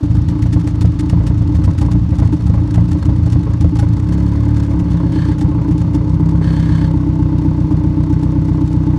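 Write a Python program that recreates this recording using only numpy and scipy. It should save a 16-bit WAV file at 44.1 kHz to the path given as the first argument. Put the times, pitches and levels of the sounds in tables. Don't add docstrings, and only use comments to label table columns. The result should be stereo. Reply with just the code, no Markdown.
import sys
import numpy as np
from scipy import signal
from scipy.fft import rfft, irfft
from scipy.io import wavfile
from scipy.ndimage import uniform_filter1d

SR = 44100
rng = np.random.default_rng(int(sys.argv[2]) if len(sys.argv) > 2 else 0)


def store_wav(level_fs):
    pcm = np.round(np.clip(np.atleast_2d(level_fs), -1, 1) * 32767)
    wavfile.write(sys.argv[1], SR, pcm.T.astype(np.int16))


N = 396018
TIME = np.arange(N) / SR


def undb(db):
    return 10 ** (np.asarray(db) / 20)


def unit(x):
    return x / np.sqrt(np.mean(x ** 2))


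def steady(x):
    return x / np.sqrt(uniform_filter1d(x ** 2, size=SR // 2) + 1e-18)


def cut(x, hz, kind, order):
    return signal.sosfilt(signal.butter(order, hz, kind, fs=SR, output="sos"), x)


def resonate(x, modes):
    return sum(undb(db) * signal.lfilter(*signal.iirpeak(hz, hz / width, fs=SR), x)
               for hz, width, db in modes)


def coloured(x, response, size=16384):
    f = np.maximum(np.arange(size // 2 + 1) * SR / size, 1)
    hz, db = np.transpose(response)
    gain = undb(np.interp(np.log(f), np.log(hz), db)) / np.maximum(f / hz[-1], 1) ** 2
    cepstrum = irfft(np.log(gain))
    cepstrum[1:size // 2] *= 2
    cepstrum[size // 2 + 1:] = 0
    return signal.fftconvolve(x, irfft(np.exp(rfft(cepstrum))))[:N]


def impulses(times, sizes):
    train = np.zeros(N)
    inside = (times >= 0) & (times < (N - 1) / SR)
    np.add.at(train, (times[inside] * SR).astype(int), sizes[inside])
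    return train


def swell(train, rise_s, fall_s):
    t = TIME[:SR // 5]
    shape = (1 - np.exp(-t / rise_s)) ** 2 * np.exp(-t / fall_s)
    return signal.fftconvolve(train, shape / shape.max())[:N]


def bursts(times, sizes, length_s):
    return signal.fftconvolve(impulses(times, sizes), np.hanning(int(length_s * SR)))[:N]


# (start [s], lope [0-1], cylinder imbalance [0-1], long pipe's share of the boom's power [0-1], boom [dB],
# silencer ring [dB], rasp [dB], gas flow [dB], sputter [dB])
STAGES = [(0, 0.79, 0, 0.26, -12.1, -22, -40, -44.5, -53),
          (1.1, 0.86, 0, 0.22, -11, -22.5, -36.5, -45, -54),
          (3.979, 0.1, .08, 0.19, -12, -22, -35.5, -47, -50),
          (4.751, 0.5, 0.49, 0.45, -13, -19.5, -35, -46, -57),
          (6.12, 0.19, 0.64, 0.59, -11, -21.5, -34, -47.5, -53.5),
          (6.901, 0.11, .62, 0.52, -13, -19, -36, -46, -54.5)]
def stage(name, at=TIME, blend_s=0.19):
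    start, *columns = np.transpose(STAGES)
    names = ["lope", "imbalance", "pipe_share", "boom", "ring", "rasp", "gas", "sputter"]
    edges = (start[1:, None] + blend_s * np.array([-.5, .5])).ravel()
    return np.interp(at, edges, np.repeat(columns[names.index(name)], 2)[1:-1])


THUMP_DELAY_S = .0415
# (time [s], firing rate [Hz])
FIRING_RATE = [(3.9, 28.09), (4.1, 34.42), (4.5, 36.51), (4.75, 34.97), (5.45, 29.75), (5.95, 30.9),
               (6.3, 32.64), (6.7, 32.36), (7.1, 31.48), (7.8, 30.47), (8.25, 31.45), (8.98, 30.86)]
def firing_times(catch_s=3.902, lope_hz=29.3):
    thumps = np.array(MISFIRES)[:, 0] + THUMP_DELAY_S
    marks = np.concatenate([[0], thumps[thumps < catch_s], [catch_s]])
    loping = np.concatenate([np.linspace(a, b, max(round((b - a) * lope_hz), 1), endpoint=False)
                             for a, b in zip(marks, marks[1:])])
    running = TIME[TIME >= catch_s]
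    fired = np.cumsum(np.interp(running, *np.transpose(FIRING_RATE))) / SR
    times = np.append(loping, np.interp(np.arange(fired[-1]), fired, running))
    cylinder = (np.arange(len(times)) - len(loping)) % len(CYLINDERS)
    return times, cylinder


# (boom [dB], silencer ring [dB], rasp [dB])
CYLINDERS = [(2.5, -15, 1.5), (-1, -7, 1), (-4.5, -6.5, 2.5), (-3.5, 2, 1)]
def firings(jitter_s=0.002, lead_s=.0045, rebound_db=1.5, rebound_s=0.066, miss_db=2.5, push_db=2.5):
    times, cylinder = firing_times()
    misfire_s, _, _, thump_db = np.transpose(MISFIRES)
    thump = np.abs(times - (misfire_s + THUMP_DELAY_S)[:, None]).argmin(axis=1)
    lope = stage("lope", times)
    chance = rng.standard_normal((len(times), 4)).T
    pattern_db = stage("imbalance", times) * np.array(CYLINDERS)[cylinder].T
    scatter_db = np.array([[1.6], [4.5], [4.5]]) * np.sqrt(lope) * chance[1:]
    boom_db, ring_db, rasp_db = pattern_db + scatter_db
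    since = times - times[thump, None]
    force = np.maximum(thump_db, 0) / thump_db.max()
    rebound = force @ ((since > 0) * np.exp(-np.abs(since) / rebound_s))
    boom_db += lope * (rebound_db * rebound - 0.5)
    boom_db[thump - 2] -= miss_db * (thump_db > 0)
    boom_db[thump - 1] += lope[thump] * push_db * (1 + force)
    boom_db[thump] = thump_db
    ring_db += 0.29 * lope * boom_db
    rasp_db += 1.1 * lope * boom_db
    jitter = jitter_s * lope * chance[0]
    jitter[thump] = 0
    return times + jitter - lead_s, undb([boom_db, ring_db, rasp_db])


# (frequency [Hz], gain [dB])
EXHAUST_RESPONSE = [(18, -58), (31, -18.5), (45, -5), (60, 0), (80, 5.5), (103, 0.5), (113, 8.5),
                    (123, 0.5), (135, -5), (175, 3.5), (208, -19.5), (228, -12), (260, -12.5), (330, -34.5),
                    (600, -69.5)]
def boom(times, sizes, pipe_hz=164, width_hz=25, lead_s=0.00637):
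    pulses = impulses(times - lead_s, sizes)
    roughness = unit(swell(pulses, 0.0046, 0.052) * rng.standard_normal(N))
    drive = unit(pulses) + 0.42 * (0.45 + stage("lope")) * roughness
    thud = steady(coloured(drive, EXHAUST_RESPONSE))
    pipe = [(pipe_hz, width_hz, 0)]
    hum = steady(resonate(resonate(drive, pipe), pipe))
    share = stage("pipe_share")
    return steady(np.sqrt(1 - share) * thud + np.sqrt(share) * hum)


def silencer(times, sizes, low_hz=286, high_hz=308, echo_s=0.010155):
    pulses = impulses(times, sizes) + 0.61 * impulses(times + echo_s, sizes)
    drive = unit(pulses) + .2 * unit(swell(pulses, .002, .015) * rng.standard_normal(N))
    ring = resonate(resonate(drive, [(low_hz, 44, 0)]), [(high_hz, 36, 0)])
    ring = cut(ring, 357, "low", order=4)
    overtones = resonate(drive, [(394.5, 8.7, -13.5), (550, 16, -20), (876.6, 25, 7.5)])
    overtones = cut(overtones, 480, "high", order=3)
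    overtone_db = -22 + 5 * (stage("imbalance") - 0.5)
    return steady(ring) + undb(overtone_db) * steady(overtones)


# (frequency [Hz], bandwidth [Hz], gain before the low-pass [dB])
TAILPIPE_MODES = [(426.4, 54, 6.5), (538.7, 61, 6.5), (647, 43, -2.5), (860, 100, 1.5), (956, 97, 2),
                  (1069, 35, -2), (1344, 300, -42), (1450, 120, -5), (1995, 120, -0.5)]
def rasp(times, sizes, edge=0.29, flow=0.38):
    pulses = impulses(times, sizes)
    turbulence = (flow + swell(pulses, 0.00097, 0.013)) * rng.standard_normal(N)
    drive = edge * unit(pulses) + unit(turbulence)
    return steady(cut(resonate(drive, TAILPIPE_MODES), 1044, "low", order=2))


# (frequency [Hz], bandwidth [Hz], relative level [dB])
HIGH_MODES = [(1650, 110, 3.5), (1790, 70, 1), (2130, 70, -3), (3090, 80, -2), (3440, 140, -4),
              (3800, 90, -6), (4340, 110, 3.5), (4730, 70, -3), (5400, 80, -6), (6150, 120, -7),
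              (8120, 160, -6)]
def hiss(spectrum, ring_db):
    f = np.maximum(np.arange(N // 2 + 1) * SR / N, 1)
    hz, db = np.transpose(spectrum)
    gain = undb(np.interp(np.log(f), np.log(hz), db)) * np.minimum(f / hz[0], 1) ** 2
    peaks = sum(undb(ring_db + lift) / (1 + (2 * (f - centre) / width) ** 2)
                for centre, width, lift in HIGH_MODES)
    mid, side = rfft(rng.standard_normal((2, N)))
    spread = np.array([[1], [-1]]) * (0.028 + 0.24 * f / 14000)
    return unit(irfft(gain * (1 + peaks) * (mid + spread * side), N))


# (frequency [Hz], relative spectral density [dB])
GAS_SPECTRUM = [(300, 6), (700, 18), (1300, 13), (2000, 4.5), (2600, 5), (4400, 2.5), (6200, -2.5),
                (8500, -15), (11000, -29), (14500, -22)]
def gas_flow(times, sizes, flow=2.0):
    surges = swell(impulses(times, sizes ** .5), 0.011, 0.017)
    return hiss(GAS_SPECTRUM, ring_db=-16) * unit(flow + surges)


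# (frequency [Hz], relative spectral density [dB])
SPIT_SPECTRUM = [(400, -20), (850, -49.5), (1300, 21), (2500, 12.5), (4000, 12), (6500, 10.5), (9000, 5),
                 (12000, -5), (14500, -30.5)]
def sputter(times, lead_s=0.0052, spread_s=0.0075, length_s=0.013, scatter_db=6.0):
    offset, size = rng.standard_normal((len(times), 3, 2)).T
    starts = times - lead_s + spread_s * offset
    sizes = undb(stage("sputter", times) + scatter_db * size)
    power = bursts(starts.ravel(), sizes.ravel() ** 2, length_s)
    return np.sqrt(np.abs(power)) * hiss(SPIT_SPECTRUM, ring_db=-6.5)


def underbody(x, echo_db=-13, decay_s=0.0036):
    t = TIME[:SR // 20]
    echoes = rng.standard_normal(len(t)) * np.exp(-t / decay_s) * (t > .001)
    reflected = signal.fftconvolve(x, echoes[None] / np.linalg.norm(echoes), axes=1)[:, :N]
    return (x + undb(echo_db) * reflected) / np.hypot(1, undb(echo_db))


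# (frequency [Hz], relative spectral density [dB])
AIR_SPECTRUM = [(60, 12.5), (160, 11), (300, -5.5), (550, -10.5), (1000, -30.5), (2000, -42),
                (10000, -29.5), (14500, -44)]
def open_air(level_db=-40.5):
    field = np.array([coloured(noise, AIR_SPECTRUM) for noise in rng.standard_normal((2, N))])
    return undb(level_db) * unit(field)


# (time [s], spit of gas [dB], tail pipe ring [dB], following thump [dB])
MISFIRES = [(0.111, -42, -45, 0.5), (0.283, -36, -52, 1.5), (0.421, -34.5, -49, 4.5),
            (0.526, -29.5, -43, 6.5), (0.671, -36.5, -53, -0.5), (0.811, -30, -36, 8),
            (0.992, -32.5, -38, 0), (1.095, -32.5, -39, 6.5), (1.268, -31.5, -40, 4),
            (1.376, -41, -43, 3.5), (1.55, -35.5, -45, 2), (1.641, -30.5, -36, 6), (1.78, -33, -40, 3.5),
            (1.811, -35, -27, 2.5), (1.913, -35, -31.5, 3), (2.185, -36.5, -29, 5.5),
            (2.251, -41, -37, -0.5), (2.327, -36.5, -41, -1.5), (2.463, -40, -31, 6.5),
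            (2.539, -57, -32, 4), (2.742, -31.5, -29, 7.5), (2.914, -34.5, -35, 2),
            (3.052, -39.5, -36, 2.5), (3.259, -37.5, -41, -6.5), (3.321, -33, -35, 6),
            (3.608, -33.5, -33, 7.5), (3.755, -33, -33, 1), (3.789, -32, -22, 3.5), (4.124, -36, -35, 0),
            (4.628, -39, -47, -9), (4.906, -42, -44, 3), (5.384, -34.5, -52, -2.5), (5.411, -33, -26, 4),
            (5.709, -39.5, -36, -2), (5.817, -51, -39, -1), (5.945, -33.5, -48, 0), (7.71, -42, -41.5, 2.5),
            (8.23, -40, -36.5, 1), (8.645, -48, -38, -5.5)]
def misfire_spits(times, length_s=0.021, lead_s=0.006, rebound_s=0.0061, ring_hz=825, ring_s=0.026):
    at, spit_db, ring_db, _ = np.transpose(MISFIRES)
    small = rng.random(len(times)) < .22 * stage("lope", times)
    small_db = (-42.5 + 3 * rng.standard_normal(len(times)))[small]
    at = np.append(at, times[small])
    spit_sizes = undb(np.append(spit_db, small_db))
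    ring_sizes = undb(np.append(ring_db, small_db))
    flow = bursts(at - lead_s, spit_sizes, length_s)
    flow += 0.5 * bursts(at + rebound_s, spit_sizes, length_s)
    grain = undb(3.83 * unit(uniform_filter1d(rng.standard_normal(N), size=60)))
    t = TIME[:SR // 5]
    ring = np.sin(2 * np.pi * ring_hz * t) * np.exp(-t / ring_s) * (1 - np.exp(-t / 0.0011))
    ringing = signal.fftconvolve(impulses(at, ring_sizes), ring)[:N]
    return undb(-4) * flow * grain * hiss(SPIT_SPECTRUM, ring_db=-25) + ringing


def overload_knocks(gain_db=-16.5, lead_s=0.00449):
    at, _, _, thump_db = np.transpose(MISFIRES)
    peaks = impulses(at + THUMP_DELAY_S - lead_s, undb(thump_db) ** 2)
    return undb(gain_db) * coloured(peaks, [(200, -27.5), (400, 16), (680, 17), (900, 2), (1400, -2.5)])


# (frequency [Hz], relative spectral density [dB])
JET_SPECTRUM = [(400, 2), (1100, 15.5), (1700, 6.5), (2600, 4.5), (4400, 0), (6500, -4.5), (9000, -8),
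                (14500, -27.5)]
# (start [s], end [s], level [dB])
JET_SPELLS = [(4.105, 4.665, -50), (4.86, 5.142, -47), (5.135, 5.338, -38), (6.416, 6.883, -38)]
def jets(times, attack_s=0.018, release_s=0.062):
    gate = np.zeros(N)
    for start, end, db in JET_SPELLS:
        ramp = np.minimum((TIME - start) / attack_s, (end - TIME) / release_s)
        gate += undb(db) * np.clip(ramp + .5, 0, 1)
    throb = unit(1 + swell(impulses(times, np.ones(len(times))), 0.002, 0.0049))
    return gate * throb * hiss(JET_SPECTRUM, ring_db=11)


def scene():
    times, (boom_sizes, ring_sizes, rasp_sizes) = firings()
    drone = undb(stage("boom")) * boom(times, boom_sizes)
    ring = undb(stage("ring")) * silencer(times, ring_sizes)
    rasping = undb(stage("rasp")) * rasp(times, rasp_sizes)
    outflow = undb(stage("gas")) * gas_flow(times, boom_sizes)
    hissing = underbody(outflow + sputter(times) + misfire_spits(times))
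    balance = undb([[-.2], [.2]])
    return balance * (drone + ring + rasping + hissing + overload_knocks() + jets(times)) + open_air()


def record(dry, left_hz=6, right_hz=11, ceiling=.96, top_hz=14400):
    heard = np.array([cut(x, hz, "high", order=1) for x, hz in zip(dry, (left_hz, right_hz))])
    rounded = heard / (1 + (heard / ceiling) ** 8) ** (1 / 8)
    return signal.sosfilt(signal.ellip(8, .2, 70, top_hz, fs=SR, output="sos"), rounded)


dry = scene()
out = record(dry)
store_wav(out)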